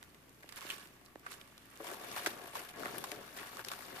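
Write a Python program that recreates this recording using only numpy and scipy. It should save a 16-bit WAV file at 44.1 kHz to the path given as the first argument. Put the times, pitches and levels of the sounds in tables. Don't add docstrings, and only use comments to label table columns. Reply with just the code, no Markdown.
import sys
import numpy as np
from scipy import signal
from scipy.fft import rfft, irfft
from scipy.io import wavfile

SR = 44100
rng = np.random.default_rng(int(sys.argv[2]) if len(sys.argv) > 2 else 0)


def log_audio(samples):
    frames = np.atleast_2d(samples).T
    limited = np.clip(frames, -1, 1)
    pcm = np.round(limited * 32767).astype(np.int16)
    wavfile.write(sys.argv[1], SR, pcm)


N = 176400

# frequency in Hz, relative level in dB.
ROOM_COLOUR = [(25, 0.5), (55, -25), (85, 3.5), (165, 4.5), (300, 4.5), (500, -10), (1000, -8),
               (2000, -6.5), (4000, -15), (8000, -17), (14500, -14)]
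# frequency in Hz, peak level in dB.
MAINS_HUM = [(59.5, -72), (120, -73)]
# frequency in Hz, correlation.
MIC_CORRELATION = [(60, 0.8), (300, 0.79), (640, 0.52), (1400, 0.14), (2600, -0.044)]
# frequency in Hz, relative level in dB.
BUMP_MODES = [(325, -7), (410, -3), (560, -4), (720, -3)]
# start in seconds, peak in dB, decay of the lowest mode in seconds,
# left minus right in dB.
TRAY_BUMPS = [(0.443, -45, .004, -2), (0.652, -40, .004, -4), (1.158, -36.5, .002, -5),
              (1.803, -35.5, .02, 5), (2.2705, -27.5, .007, 0), (2.861, -33, .005, 3),
              (3.122, -35.5, .024, 4)]
# centre in Hz, width in Hz, lift in dB.
CONTACT_RESONANCES = [(401, 55, 4), (716, 60, 3), (1136, 70, 3.5), (1662, 110, 4)]
# start in seconds, ring pitch in Hz, ring level in dB,
# crack level in dB, decay in seconds, left minus right in dB.
CLAW_TICKS = [ (0.028, 2100, -48, -45, .002, -4), (0.146, 2200, -58, -53, .002, -4),
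              (0.4305, 1820, -49, -56, .007, 2), (0.4905, 2000, -51, -42, .004, -9),
              (0.524, 4000, -48, -43, .0025, -8), (0.560, 11000, -40, -46, .0015, -5),
              (0.609, 2700, -46, -40, .0008, -5), (0.7025, 2900, -29.5, -37, .002, -3),
              (0.7095, 2740, -32.5, -44, .002, 6), (1.061, 4200, -56, -55, .003, -3),
              (1.157, 1600, -43, -56, .001, -4), (1.264, 1450, -34, -54, .004, -1),
              (1.413, 2900, -43, -52, .002, -3), (1.579, 3500, -53, -47, .002, -5),
              (1.935, 1650, -58, -45.5, 0.0071, -1), (2.1625, 1330, -40, -44, .007, -2),
              (2.261, 1560, -28, -29, .008, -1), (2.270, 5000, -40, -39, .005, 0),
              (2.5535, 920, -35, -42, .008, 0), (2.689, 2460, -54, -45, 0.008, 0),
              (2.8335, 1400, -31, -48, .0015, 2), (2.8565, 1500, -28.5, -46, .0018, 2),
              (2.867, 1510, -38, -45, 0.0019, -6), (2.982, 12000, -33, -38, .003, 8),
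              (3.04, 1050, -37, -36, 0.006, 2), (3.117, 2200, -40, -36, .004, 4),
              (3.386, 2130, -40.5, -66, 0.0025, 4), (3.570, 1070, -39, -41, .002, -5),
              (3.593, 1420, -34, -48, 0.0013, 4), (3.648, 5000, -36, -37.5, .002, 6.5),
              (3.685, 3800, -36, -36, .0025, 4), (3.716, 1250, -34, -36, .0035, 0),
              (3.7355, 1400, -38, -43, .0025, -3)]
# frequency in Hz, relative level in dB.
CRACK_COLOUR = [(300, -5), (1500, 7.5), (4000, 6), (7400, 1.5), (12000, .5), (14500, -3)]
# time in seconds, then rumble, rasp and hiss in dB.
PROD_LEVELS = [(0.0, -67.5, -67, -70.5), (0.42, -67.5, -72.5, -72.5), (0.48, -64.5, -62.5, -64),
               (0.555, -65, -59, -60), (0.575, -61, -50, -46.5), (0.598, -62, -55, -55),
               (0.69, -60, -49, -48.5), (0.742, -60, -51, -48.5), (0.781, -61, -58, -56),
               (0.83, -65, -56, -56.5), (0.889, -65.5, -66.5, -65.5), (1.22, -68, -71, -78),
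               (1.266, -63, -53, -58), (1.294, -65, -60, -61), (1.312, -61, -51.5, -50),
               (1.338, -63, -56, -50), (1.364, -64, -63, -65.5), (1.6, -68.5, -66, -66),
               (1.791, -63, -59, -63)]
STROKE_LEVELS = [(1.79, -68, -70, -62), (1.806, -55, -49, -56), (1.832, -58, -59, -59),
                 (1.842, -55, -49, -48.5), (1.935, -48.5, -49.5, -49.5), (1.96, -54.5, -55, -56.5),
                 (2.03, -52.5, -50.5, -51.5), (2.152, -54.5, -50.5, -48), (2.17, -52, -40.5, -40.5),
                 (2.22, -56, -49.5, -48), (2.26, -53, -50, -48.5), (2.31, -53, -51.5, -51),
                 (2.39, -50, -51.5, -55), (2.532, -62.5, -56.5, -56), (2.568, -48, -44, -45),
                 (2.63, -62.5, -53, -53), (2.742, -64, -61, -61.5)]
SCURRY_LEVELS = [(2.739, -61, -52.5, -66), (2.8, -43.5, -50.5, -51), (2.87, -52.5, -47, -51),
                 (2.96, -46, -50, -51), (3.01, -49, -55.5, -53.5), (3.13, -56, -52.5, -51.5),
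                 (3.19, -50.5, -54, -58), (3.28, -62.5, -57, -56.5), (3.351, -58.5, -58.5, -58.5),
                 (3.376, -57, -46.5, -46.5), (3.42, -58, -50, -53), (3.55, -57.5, -55, -54),
                 (3.604, -52, -49, -51.5), (3.635, -79, -61.5, -61.5), (3.68, -56, -52.5, -50),
                 (3.82, -61, -53.5, -52.5), (3.94, -49.5, -51.5, -53.5), (4.0, -65, -47.5, -49.5)]
# frequency in Hz, relative level in dB.
PROD_TONE = [(100, -4.5), (350, 0.5), (750, -6.5), (1150, 3.5), (1900, 2.5), (2800, 1.5), (6000, -4.5),
             (10000, -4.5), (14500, -7)]
STROKE_TONE = [(200, -0.5), (350, 2.5), (750, -1.5), (1600, -2.5), (2100, -6), (4000, -13.5), (7400, -18),
               (12000, -14), (14500, -19.5)]
SCURRY_TONE = [(200, 0), (350, 0), (750, -6.5), (1600, -6), (2100, -8.5), (4000, -9), (7400, -15),
               (12000, -11.5), (14500, -14)]

TIME = np.arange(N) / SR
BIN_HZ = np.maximum(np.arange(N // 2 + 1) * SR / N, 1)


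def undb(db):
    return 10 ** (np.asarray(db) / 20)


def unit(x):
    return x / np.sqrt(np.mean(x ** 2) + 1e-24)


def curve(points):
    hz, value = np.array(points, float).T
    return np.interp(np.log(BIN_HZ), np.log(hz), value)


def shape(x, db):
    cepstrum = irfft(db * np.log(10) / 20, N)
    cepstrum[1:N // 2] *= 2
    cepstrum[N // 2 + 1:] = 0
    return irfft(rfft(x) * np.exp(rfft(cepstrum)), N)


def low_cut(x, hz):
    return signal.sosfilt(signal.butter(2, hz, "high", fs=SR, output="sos"), x)


def pan(db):
    return unit(undb([[db / 2], [-db / 2]]))


def mic_noise():
    likeness = curve(MIC_CORRELATION)
    mid, side = irfft(rfft(rng.standard_normal((2, N))) * np.sqrt([1 + likeness, 1 - likeness]), N)
    return unit(np.array([mid + side, mid - side]))


def resonance_db():
    return sum(db / (1 + (2 * (BIN_HZ - hz) / width) ** 2) for hz, width, db in CONTACT_RESONANCES)


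def slips(per_s, spread_db, decay_s, smooth=0):
    size = undb(spread_db * np.minimum(rng.exponential(size=N), 4))
    energy = (rng.random(N) < per_s / SR) * size ** 2
    energy = signal.lfilter([1], [1, -np.exp(-2 / (decay_s * SR))], energy)
    return unit(np.sqrt(energy / energy.mean() + smooth))


def room_tone(noise_db=-63):
    hum = sum(undb(db) * np.sin(2 * np.pi * (hz * TIME + rng.random())) for hz, db in MAINS_HUM)
    air = unit(shape(mic_noise(), curve(ROOM_COLOUR)))
    return (undb(noise_db) * air + hum) * pan(2.2)


def reflections(direct, level_db=-16, decay_s=.05):
    t = np.arange(SR // 2) / SR
    tail = rng.standard_normal((2, len(t))) * np.exp(-t / decay_s) * (t > .003)
    tail /= np.sqrt(np.sum(tail ** 2, axis=1, keepdims=True))
    return undb(level_db) * signal.fftconvolve(direct, tail, axes=1)[:, :N]


def idle_feet(level_db=-68.5):
    scratches = slips(per_s=16, spread_db=2, decay_s=.012)
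    spines = slips(per_s=220, spread_db=3, decay_s=.0005)
    return undb(level_db) * unit(mic_noise() * scratches * spines)


def tray_bumps(pitch_spread=.04):
    t, out = np.arange(SR // 10) / SR, np.zeros((2, N))
    hz, mode_db = np.array(BUMP_MODES, float).T[:, :, None]
    for start, db, decay_s, pan_db in TRAY_BUMPS:
        spot_hz = hz * (1 + pitch_spread * rng.standard_normal(hz.shape))
        envelopes = undb(mode_db) * np.exp(-t / decay_s * hz / hz.min())
        modes = envelopes * np.sin(2 * np.pi * spot_hz * t)
        ring = low_cut(modes.sum(axis=0), hz=260)
        i = int(start * SR)
        out[:, i:i + len(t)] -= ring / np.abs(ring).max() * undb(db) * pan(pan_db)
    return out


def claw_ticks(half_width_octaves=.3, snap_db=5, snap_s=.0002):
    ring_noise, body_db, out = mic_noise(), resonance_db(), 0
    crack = unit(shape(mic_noise(), curve(CRACK_COLOUR) + body_db))
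    for start, hz, ring_db, crack_db, decay_s, pan_db in CLAW_TICKS:
        age = np.maximum(TIME - start, 0)
        envelope = (TIME >= start) * np.exp(-age / decay_s)
        snap = undb(snap_db * np.exp(-age / snap_s))
        spot_db = body_db - 20 * np.log10(1 + (np.log2(BIN_HZ / hz) / half_width_octaves) ** 2)
        ring = shape(envelope * ring_noise, spot_db)
        ring *= np.sqrt(np.sum(envelope ** 2) / np.sum(ring ** 2, axis=1, keepdims=True))
        out += (undb(ring_db) * ring + undb(crack_db) * envelope * snap * crack) * pan(pan_db)
    return out


def pulp_friction(spot_share=.6):
    noise, spectrum = mic_noise(), 0
    octave = np.log2(np.clip(BIN_HZ, 500, 16000) / 500)
    for k in range(16):
        band = np.cos(np.pi / 2 * np.clip(3 * octave - k, -1, 1))
        spot = slips(per_s=220, spread_db=2.6, decay_s=.004)
        spectrum += rfft(noise * np.sqrt(1 - spot_share + spot_share * spot ** 2)) * band
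    return unit(irfft(spectrum, N))


def rustle(friction, levels, tone, pans_db, grit_db):
    times, *swells_db = np.array(levels, float).T
    sounding = (TIME >= times[0]) & (TIME < times[-1])
    grain = slips(per_s=1000, spread_db=grit_db, decay_s=.0024, smooth=.5)
    above_rumble, above_rasp = (1 / (1 + (hz / BIN_HZ) ** 8) for hz in (750, 2500))
    bands = (1 - above_rumble, above_rumble * (1 - above_rasp), above_rasp)
    rings_s = (.003, .0012, .0002)
    tone_db, out = curve(tone) + resonance_db(), 0
    for band, ring_s, swell_db, pan_db in zip(bands, rings_s, swells_db, pans_db):
        pole = np.exp(-1 / (ring_s * SR))
        drive = np.sqrt(signal.lfilter([1 - pole], [1, -pole], grain ** 2))
        sound = unit(shape(friction * drive, tone_db + 10 * np.log10(band + 1e-9)))
        swell = sounding * undb(np.interp(TIME, times, swell_db))
        out += sound * swell * pan(pan_db)
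    return out


def scene():
    friction = pulp_friction()
    prod = rustle(friction, PROD_LEVELS, PROD_TONE, pans_db=(-.8, -1.2, -6), grit_db=3.6)
    stroke = rustle(friction, STROKE_LEVELS, STROKE_TONE, pans_db=(4.5, 2.2, 2.8), grit_db=3.5)
    scurry = rustle(friction, SCURRY_LEVELS, SCURRY_TONE, pans_db=(4.5, 2.2, 4.5), grit_db=2.0)
    contacts = prod + stroke + scurry + idle_feet() + claw_ticks() + tray_bumps()
    direct = low_cut(contacts, hz=184)
    return direct + reflections(direct) + room_tone()


def record(dry):
    return signal.sosfilt(signal.ellip(10, .2, 70, 14600, fs=SR, output="sos"), dry)


dry = scene()
out = record(dry)
log_audio(out)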